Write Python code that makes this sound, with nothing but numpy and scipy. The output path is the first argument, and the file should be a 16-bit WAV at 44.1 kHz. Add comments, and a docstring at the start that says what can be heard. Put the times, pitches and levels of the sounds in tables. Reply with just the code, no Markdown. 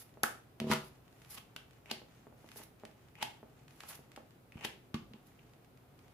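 """Close stereo of a card deck on a cloth-covered table in a small room, over air noise and a faint hum.
A card slides, then the stiff deck is clapped shut, knocked square, bounced, and settles in a rush of cards.
Three cards are drawn in turn, dragged over the thumb and snapped down; the deck is knocked again, a finger squeaks.
Ticks, taps and rustle run between. Contacts are shaped noise or impulses through resonances, rubbing is grainy
coloured noise; resonances of room and table ring after a push and the walls answer with a decaying noise tail."""
import sys
import numpy as np
from scipy import signal
from scipy.fft import rfft, irfft, next_fast_len
from scipy.io import wavfile
from scipy.ndimage import uniform_filter1d

SR = 44100
rng = np.random.default_rng(int(sys.argv[2]) if len(sys.argv) > 2 else 0)


def persist_wave(psi):
    """Save psi, clipped to +-1, as 16-bit WAV."""
    counts = np.round(np.clip(psi, -1, 1) * 32767).astype(np.int16)
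    wavfile.write(sys.argv[1], SR, np.atleast_2d(counts).T)


N = 270333
TIME = np.arange(N) / SR

# left-right likeness of sound straight from the hands: f/Hz, likeness/0-1
NEAR_LIKENESS = [(500, 0.88), (1400, 0.69), (3000, 0), (6000, 0)]
# left-right likeness of the room's reflections and air noise: f/Hz, likeness/0-1
ROOM_LIKENESS = [(60, 0.92), (150, 0.92), (300, 0.72), (640, 0.38), (1400, 0), (4000, 0), (15000, 0)]
# colour of a card or skin rasping: f/Hz, level/dB
RASP_COLOUR = [(200, -17.5), (600, 0.5), (1100, 3.5), (2400, 2), (4500, -6), (7000, -4.5), (14000, -30)]
# dealt cards snapping down: t/s, level/dB, drag length/s, drag gain/dB, spread of the snap/s,
# card pitch f/Hz, card ring/dB, thud/dB
RELEASES = [(1.9138, -6.5, 0.055, -45, 0.0015, 4300, 5, -10.5),
            (3.2281, -3.5, 0.074, -44.5, 0.0027, 850, 8, -20.5),
            (4.6501, -5.5, .128, -42.5, 0.0038, 740, -9, -21)]


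def from_db(db):
    """Decibels to gain."""
    return 10 ** (np.asarray(db) / 20)


def rms_one(x):
    """Scale to rms 1."""
    return x / np.sqrt(np.mean(x ** 2) + 1e-20)


def at_hz(points, hz):
    """Read a table on a log-frequency axis."""
    f, value = np.transpose(points)
    return np.interp(np.log(np.maximum(hz, 1)), np.log(f), value)


def cut(x, hz, kind, order=2):
    """Butterworth filter: keep what lies below or above a cut-off."""
    sos = signal.butter(order, np.clip(hz, 10, SR / 2 - 500), kind, fs=SR, output="sos")
    return signal.sosfilt(sos, x + 1e-18)


def resonate(x, hz, width):
    """One damped resonance, width in Hz, with a gain of about 1 at its peak."""
    r = np.exp(-np.pi * width / SR)
    feed = np.array([1, 0, -1]) * (1 - r * r) / 2
    return signal.lfilter(feed, [1, -2 * r * np.cos(2 * np.pi * hz / SR), r * r], x + 1e-18)


def colour(x, spectrum):
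    """Give a noise a spectrum."""
    size = next_fast_len(x.shape[-1])
    gain = from_db(at_hz(spectrum, np.fft.rfftfreq(size, 1 / SR)))
    return irfft(rfft(x, size) * gain, size)[..., :x.shape[-1]]


def stereo_noise(size, likeness):
    """White noise whose left-right likeness follows a table over frequency; rms 1."""
    padded = next_fast_len(size)
    mid, side = rfft(rng.standard_normal((2, padded)))
    alike = np.clip(at_hz(likeness, np.fft.rfftfreq(padded, 1 / SR)), -1, 1)
    both = np.sqrt(1 + alike) * mid + np.sqrt(1 - alike) * np.array([side, -side])
    return rms_one(irfft(both, padded)[:, :size])


def drift(rate, size=N):
    """Random points of spread 1, rate of them per second, joined by straight lines."""
    knots = np.arange(0, size / SR + 1, 1 / rate)
    return np.interp(TIME[:size], knots, rng.standard_normal(len(knots)))


def add(out, s, sound, pan_db=0):
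    """Mix a sound in at time s; pan_db is left over right."""
    start = max(round(s * SR), 0)
    placed = sound * from_db([[pan_db / 2], [-pan_db / 2]])
    out[:, start:start + sound.shape[-1]] += placed[..., :N - start]


def track(sounds):
    """Lay (s, level dB, L-R dB, sound) on one track, each sound centred on its time."""
    out = np.zeros((2, N))
    for s, level_db, pan_db, sound in sounds:
        add(out, s - sound.shape[-1] / SR / 2, from_db(level_db) * sound, pan_db)
    return out


def contact(swell, fade, grain_db, size=8192):
    """Tiny touches crowd, in clumps, toward mid-window and thin out after it; energy 1 a side."""
    t = (np.arange(size) - size // 2) / SR
    envelope = np.exp(-np.maximum(-t / max(swell, 1e-5), t / max(fade, 1e-5)))
    grains = from_db(grain_db * (rng.standard_normal(size) + .6 * drift(900, size)))
    spectrum = rfft(stereo_noise(size, NEAR_LIKENESS) * envelope * grains)
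    # even out the burst's spectrum, so that every contact has a steady tone colour
    smooth_power = uniform_filter1d(np.abs(spectrum) ** 2, size=60)
    touches = irfft(spectrum / np.sqrt(smooth_power + 1e-12)) * envelope ** .15
    return touches / np.sqrt(np.sum(touches ** 2, axis=1, keepdims=True))


def snap(swell, fade, hz, ring_db, crack_db, treble_db, body_hz=4100, edge_hz=5300, top_hz=13500,
         card_q=2.04, low_hz=120, crack_hz=2900, crack_width=900):
    """A card slaps down: woody body, the card's short ring, the crack of stiff stock and a crisp top."""
    force = contact(swell, fade, grain_db=3.0)
    body = cut(cut(force, body_hz, "low", order=3), low_hz, "high", order=1)
    ring = from_db(ring_db) * resonate(resonate(body, hz, hz / card_q), hz, hz / card_q)
    crack = from_db(crack_db) * resonate(body, crack_hz, crack_width)
    edge = from_db(treble_db) * cut(cut(force, edge_hz, "high", order=4), top_hz, "low")
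    return body + ring + crack + edge * from_db([[-1.2], [1.0]])  # left, right


def friction(spectrum, grain_db):
    """Card fibres catch and slip in fine grains, and the whole stroke judders; rms 1."""
    judder = from_db(2.7 * drift(300))
    slips = stereo_noise(N, NEAR_LIKENESS) * judder * from_db(grain_db * drift(4000))
    return rms_one(colour(slips, spectrum))


def stroke(start, end, rise_db_per_s, sag_db_per_s=0, stop_db_per_s=1995):
    """A gain that rises to 1 at the start, sags from then on and stops quickly after the end."""
    early, since, late = np.maximum([start - TIME, TIME - start, TIME - end], 0)
    loss_db = rise_db_per_s * early + sag_db_per_s * since + stop_db_per_s * late
    return from_db(-np.minimum(loss_db, 200))


def ring_modes(push):
    """Low and mid resonances of room and table ring after a push."""
    # resonances: f/Hz, width/Hz, level/dB
    resonances = [(148.6, 5.4, 15), (213.6, 7.6, 14.5), (227.9, 11, 20), (263, 14, -13), (377, 6.1, 16.5),
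                  (485, 7.4, 10), (642.2, 7.4, 15), (953, 12, 11.5), (1153, 12, -7), (1350, 14.5, -8),
                  (1414, 6.9, 12.5), (1996, 10, 18.5), (2115, 15, 22)]
    return sum(from_db(db) * resonate(push, hz, width) for hz, width, db in resonances)


def background(waver=1.0, air_db=-62.21):
    """Steady air noise fills the room under faint appliance tones that waver in phase."""
    # colour of the air noise: f/Hz, level/dB
    air_colour = [(12, -40), (20, -23), (53, -12.5), (134, -1), (198, -9), (399, -10.5), (642, -16),
                  (718, -13.5), (976, -20.5), (1370, -21), (1810, -26.5), (2390, -27), (6720, -38),
                  (13900, -36), (16000, -34.5)]
    # appliance tones: f/Hz, level/dB
    hum_tones = [(54, -77.5), (119, -73), (258, -77), (13790, -90)]
    air = from_db(air_db) * rms_one(colour(stereo_noise(N, ROOM_LIKENESS), air_colour))
    hum = 0
    for hz, db in hum_tones:
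        phase = 2 * np.pi * hz * TIME + waver * drift(8)
        hum = hum + from_db(db) * np.sqrt(2) * np.sin(phase)
    return air + hum


def rustle(level_db=-80, swing_db=5, swings_per_s=22):
    """Fingers shift on the deck all the while: skin rubs faintly, coming and going."""
    return from_db(level_db + swing_db * drift(swings_per_s)) * friction(RASP_COLOUR, grain_db=3.0)


def slides():
    """A card creeps under the finger, runs free with a hiss, slows, and flicks off the edge of the deck."""
    # cards running free over the deck: t/s, hiss/dB, slowing/(dB per s), time to the end flick/s, flick/dB
    slide_list = [(0.002, -52.5, 62, 0.022, -81), (0.84, -62, 103.5, 0.044, -71),
                  (1.309, -49, 70, 0.044, -61), (2.572, -47.5, 520, 0.0646, -53.5),
                  (3.892, -44, 500, 0.0635, -54), (5.27, -65.5, 700, 0.055, -76)]
    # colour of the hiss: f/Hz, level/dB
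    hiss_colour = [(1500, -20), (5000, -8), (8500, -13.5), (11000, -4.5), (14000, -11), (16000, -8.5)]
    creep_s, creep_db, creep_rise_db_per_s = 0.2, -20.5, 56  # creep level is against the free run
    break_db_per_s, flick_db_per_s = 1400, 900  # how fast the run starts and the flick swells
    # the rasp builds after the hiss, as the card bends over the edge
    rasp_lag_s, rasp_rise_db_per_s, rasp_sag_db_per_s = 0.018, 330, 105
    rasp_creep_db, rasp_run_db = -18, -10  # against the peak hiss
    hiss, rasp = np.zeros((2, N))
    for s, hiss_db, slowing_db_per_s, run_s, flick_db in slide_list:
        end = s + run_s
        creep = stroke(s, s, creep_rise_db_per_s) * (TIME > s - creep_s)
        run = stroke(s, end, break_db_per_s, slowing_db_per_s)
        bend = stroke(s + rasp_lag_s, end, rasp_rise_db_per_s, rasp_sag_db_per_s)
        hiss += from_db(hiss_db) * (from_db(creep_db) * creep + run)
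        hiss += from_db(flick_db) * stroke(end, end, flick_db_per_s)
        rasp += from_db(hiss_db) * np.maximum(from_db(rasp_creep_db) * creep, from_db(rasp_run_db) * bend)
    hissing = hiss * friction(hiss_colour, grain_db=2.0) * from_db([[-1.5], [0.3]])  # left, right
    return hissing + rasp * friction(RASP_COLOUR, grain_db=5.0)


def room(x, first_echo_s=0.00064, build_s=0.00047):
    """Dense reflections from near walls, each octave dying at its own rate."""
    # decay of the room: f/Hz, time to fall 60 dB/s
    decay_times = [(100, 0.9), (260, 0.35), (700, 0.33), (1400, 0.32), (2500, 0.33), (4850, 0.37),
                   (12800, 0.25)]
    # colour of the reflections: f/Hz, level/dB
    wall_colour = [(50, -7), (150, -6.5), (400, 1), (800, -1), (1400, -4), (2100, -2), (4000, -5.5),
                   (7000, -6), (11000, -4), (16000, -6)]
    t = TIME[:SR * 3 // 4]
    noise = rfft(colour(stereo_noise(len(t), ROOM_LIKENESS), wall_colour))
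    hz = np.fft.rfftfreq(len(t), 1 / SR)
    centres, tail = np.geomspace(60, 15360, 9), 0
    for centre, share in zip(centres, np.eye(len(centres))):
        decay = from_db(-60 * t / at_hz(decay_times, centre))
        decay = decay * (1 - np.exp(-np.maximum(t - first_echo_s, 0) / build_s))
        octave = irfft(noise * at_hz(np.c_[centres, share], hz), len(t))
        tail = tail + octave * decay / np.linalg.norm(decay)
    return signal.fftconvolve(x, tail, axes=1)[:, :N]


def taps(tap_q=1.2, pad_hz=1300, ring_db=-12, stack_hz=245, stack_width=45, stack_db=9, count=3):
    """A soft fingertip makes short damped swings; the cards flutter and low resonances ring."""
    # fingertips landing on cards: t/s, peak level of the first swing/dB, f/Hz
    tap_list = [(0.17, -44.5, 516), (2.015, -45, 470), (2.266, -44, 460), (2.323, -49, 507),
                (2.441, -46.5, 487), (2.558, -44.5, 477), (2.598, -45.5, 473), (2.833, -37.5, 493),
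                (3.427, -42, 480), (3.834, -40, 1060), (3.989, -48, 430), (4.173, -38, 620)]
    # each tap starts a moment after its listed time and pats again, softer
    tap_delay_s, rebound_s, rebound_loss_db = 0.00279, 0.00404, 8.5
    out = np.zeros((2, N))
    for s, peak_db, hz in tap_list:
        tap = cut(resonate(signal.unit_impulse(2048), hz, hz / tap_q), pad_hz, "low")
        tap = tap / np.abs(tap).max()
        for k, uneven in enumerate(rng.uniform(0.766, 1.26, count)):
            start_s = s + tap_delay_s + k * uneven * rebound_s
            add(out, start_s, from_db(peak_db - k * rebound_loss_db) * tap)
    flutter = from_db(stack_db) * resonate(out, stack_hz, stack_width)
    return out + flutter + from_db(ring_db) * ring_modes(cut(out, 500, "low", order=1))


def claps():
    """Cards clap together or on the table, air pops from the closing deck, a drawn card's end flaps."""
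    # claps: t/s, level/dB, swell/s, fade/s, pitch f/Hz, ring/dB, crack/dB, treble/dB
    clap_list = [(0.2339, -3, 0.00037, 0.0011, 780, 13, -4, 1.5),
                 (0.2388, -14.5, .0016, .0009, 1377, 28, -11, -15),
                 (0.6013, -9.5, 0.00016, 0.0011, 1310, -16, -3.5, -13.5),
                 (1.384, -16.5, 0.013, 0.0021, 1020, 1, -1.5, -10),
                 (1.5629, -16, 0.00011, .0021, 1460, 2, 5.5, -9.5),
                 (4.9422, -10, 0.00013, 0.0067, 1120, 6, -6.5, -17.5),
                 (5.1354, -26.5, 0.00022, .0012, 910, 7, 1, -29)]
    return track((s, level_db, 0, snap(*touch)) for s, level_db, *touch in clap_list)


def knocks(thud_low_hz=66, card_hz=594, card_ring_db=2.0, count=3):
    """Knocks, bounces and dealt cards push through the cloth: returns the thuds and the ringing after."""
    # deck or hand meeting the table: t/s, level/dB, contact cut-off f/Hz, ring/dB
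    knock_list = [(0.235, 2, 670, -12), (0.603, -9, 580, 5), (0.701, 7, 390, -2), (0.716, 0, 1420, 8),
                  (1.561, -13, 150, -12), (4.556, 4.5, 185, -29), (4.944, 9.5, 238, -8),
                  (5.112, -14.5, 260, -5), (5.141, -13.5, 310, -1.5), (5.44, -13.5, 199, -14)]
    # before it settles the deck bounces on the table
    bounce_s, gap_s, bounce_db, bounce_hz, bounce_ring_db = 0.6165, .0267, -3, 520, 2
    bounces = [(bounce_s + k * gap_s, bounce_db, bounce_hz, bounce_ring_db) for k in range(count)]
    dealt = [(s, thud_db, card_hz, card_ring_db) for s, *_, thud_db in RELEASES]
    thuds, rings = np.zeros((2, 2, N))
    for s, level_db, contact_hz, ring_db in knock_list + bounces + dealt:
        cushioned = cut(signal.unit_impulse(SR // 2), contact_hz, "low", order=3)
        push = from_db(level_db) * cut(cushioned, thud_low_hz, "high")
        add(thuds, s, push)
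        add(rings, s, from_db(ring_db) * ring_modes(push))
    return thuds, rings


def settling(peak_s=0.722, rush_db=2, swell_s=0.021, fade_s=0.022):
    """The loosened deck settles on its edge: a rush of single cards, a few packets standing out."""
    # whole packets landing within the rush: t/s, level/dB, left over right/dB
    packet_list = [(0.7144, -2.5, 1.5), (0.722, -4, 1), (0.7358, -3.5, 4.5)]
    rush = snap(swell_s, fade_s, hz=1000, ring_db=6.5, crack_db=-30, treble_db=-14.5)
    sounds = [(peak_s, rush_db, -1, rush)]
    for s, level_db, pan_db in packet_list:
        packet = snap(swell=0.00097, fade=0.0014, hz=1330, ring_db=3.5, crack_db=-33, treble_db=-10.0)
        sounds.append((s, level_db, pan_db, packet))
    return track(sounds)


def ticks(tick_hz=2080, tick_q=0.9, stock_hz=1500, stock_db=-3):
    """Nails and card edges tick dryly over the dull note of the stock; fainter ones come at random."""
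    # ticks: t/s, 1.3 ms before the tick's centre; level/dB, 2 below the tick's peak
    tick_list = [(s + .0013, peak_db + 2) for s, peak_db in [(1.2176, -49), (1.2471, -47), (1.7085, -53.5),
                                                             (2.488, -45), (2.5155, -42), (2.797, -55),
                                                             (2.8509, -41), (3.68, -50), (3.707, -48),
                                                             (3.804, -37.5), (3.8337, -42), (4.1165, -49),
                                                             (4.1612, -38.5), (5.5341, -54),
                                                             (5.9898, -52.5)]]
    faint_per_s, faint_db = 3, -53.5
    faint = [(s, faint_db) for s in TIME[rng.random(N) < faint_per_s / SR]]
    sounds = []
    for s, peak_db in tick_list + faint:
        force = contact(swell=0.00054, fade=0.0016, grain_db=2.5)
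        stock = from_db(stock_db) * resonate(force, stock_hz, 1100)
        tick = resonate(force, tick_hz, tick_hz / tick_q) + stock
        sounds.append((s, peak_db, 0, tick / np.abs(tick).max()))
    return track(sounds)


def drags(grip_s=0.037, knee_s=0.015, steepness=1):
    """A bent card rasps over the thumb, ever harder as it nears the snap."""
    # colour of the drag: f/Hz, level/dB
    drag_colour = [(300, -6.5), (900, 2), (1600, -4.5), (2800, 3.5), (3700, -14), (7000, -17.5),
                   (14000, -27)]
    pressure = np.zeros(N)
    for s, _, drag_s, drag_db, *_ in RELEASES:
        held = (TIME > s - drag_s) & (TIME < s)
        left_s = s - TIME[held]
        grip = 1 - np.exp((left_s - drag_s) / grip_s)  # the thumb bears down after the catch
        # the drag grows as a power of the time left before the snap
        pressure[held] += from_db(drag_db) * grip * (1 + left_s / knee_s) ** -steepness
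    return pressure * friction(drag_colour, grain_db=6.5)


def releases(catch_db=-31.5, slip_lead_s=.0135, slip_db=-15):
    """The thumb catches the edge of a bent card as the drag begins; it slips once, then snaps down."""
    sounds = []
    for s, level_db, drag_s, _, spread_s, hz, ring_db, _ in RELEASES:
        catch = snap(swell=0.00034, fade=0.0012, hz=2240, ring_db=11.5, crack_db=-16, treble_db=-11)
        slip = snap(swell=.001, fade=0.0078, hz=2370, ring_db=1, crack_db=-2, treble_db=-18)
        slap = snap(spread_s, spread_s, hz, ring_db, crack_db=1, treble_db=-10)
        sounds.append((s - drag_s, catch_db, 1, catch))
        sounds.append((s - slip_lead_s, level_db + slip_db, 0, slip))  # slip level is against the snap
        sounds.append((s, level_db, .5, slap))
    return track(sounds)


def squeak(s=5.393, level_db=-40.5):
    """A finger slips on the deck: skin rubs briefly on a glossy card."""
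    slip = snap(swell=.004, fade=0.0032, hz=2520, ring_db=15, crack_db=-15, treble_db=-16)
    return track([(s, level_db, 0, slip)])


def scene():
    """Everything the hands do, heard directly and off the walls, over the ringing and the quiet room."""
    thuds, ringing = knocks()
    rubbing = rustle() + slides() + drags() + squeak()
    cards = rubbing + taps() + claps() + thuds + settling() + ticks() + releases()
    return cards + room(cards) + ringing + background()


def record(dry, port_hz=11200, port_db=-7, cutoff_hz=15400):
    """The microphone ports lift the high treble a little; the top is cut steeply."""
    lifted = dry + from_db(port_db) * resonate(dry, port_hz, 2300)
    return signal.sosfilt(signal.ellip(10, .1, 80, cutoff_hz, fs=SR, output="sos"), lifted)


dry = scene()
out = record(dry)
persist_wave(out)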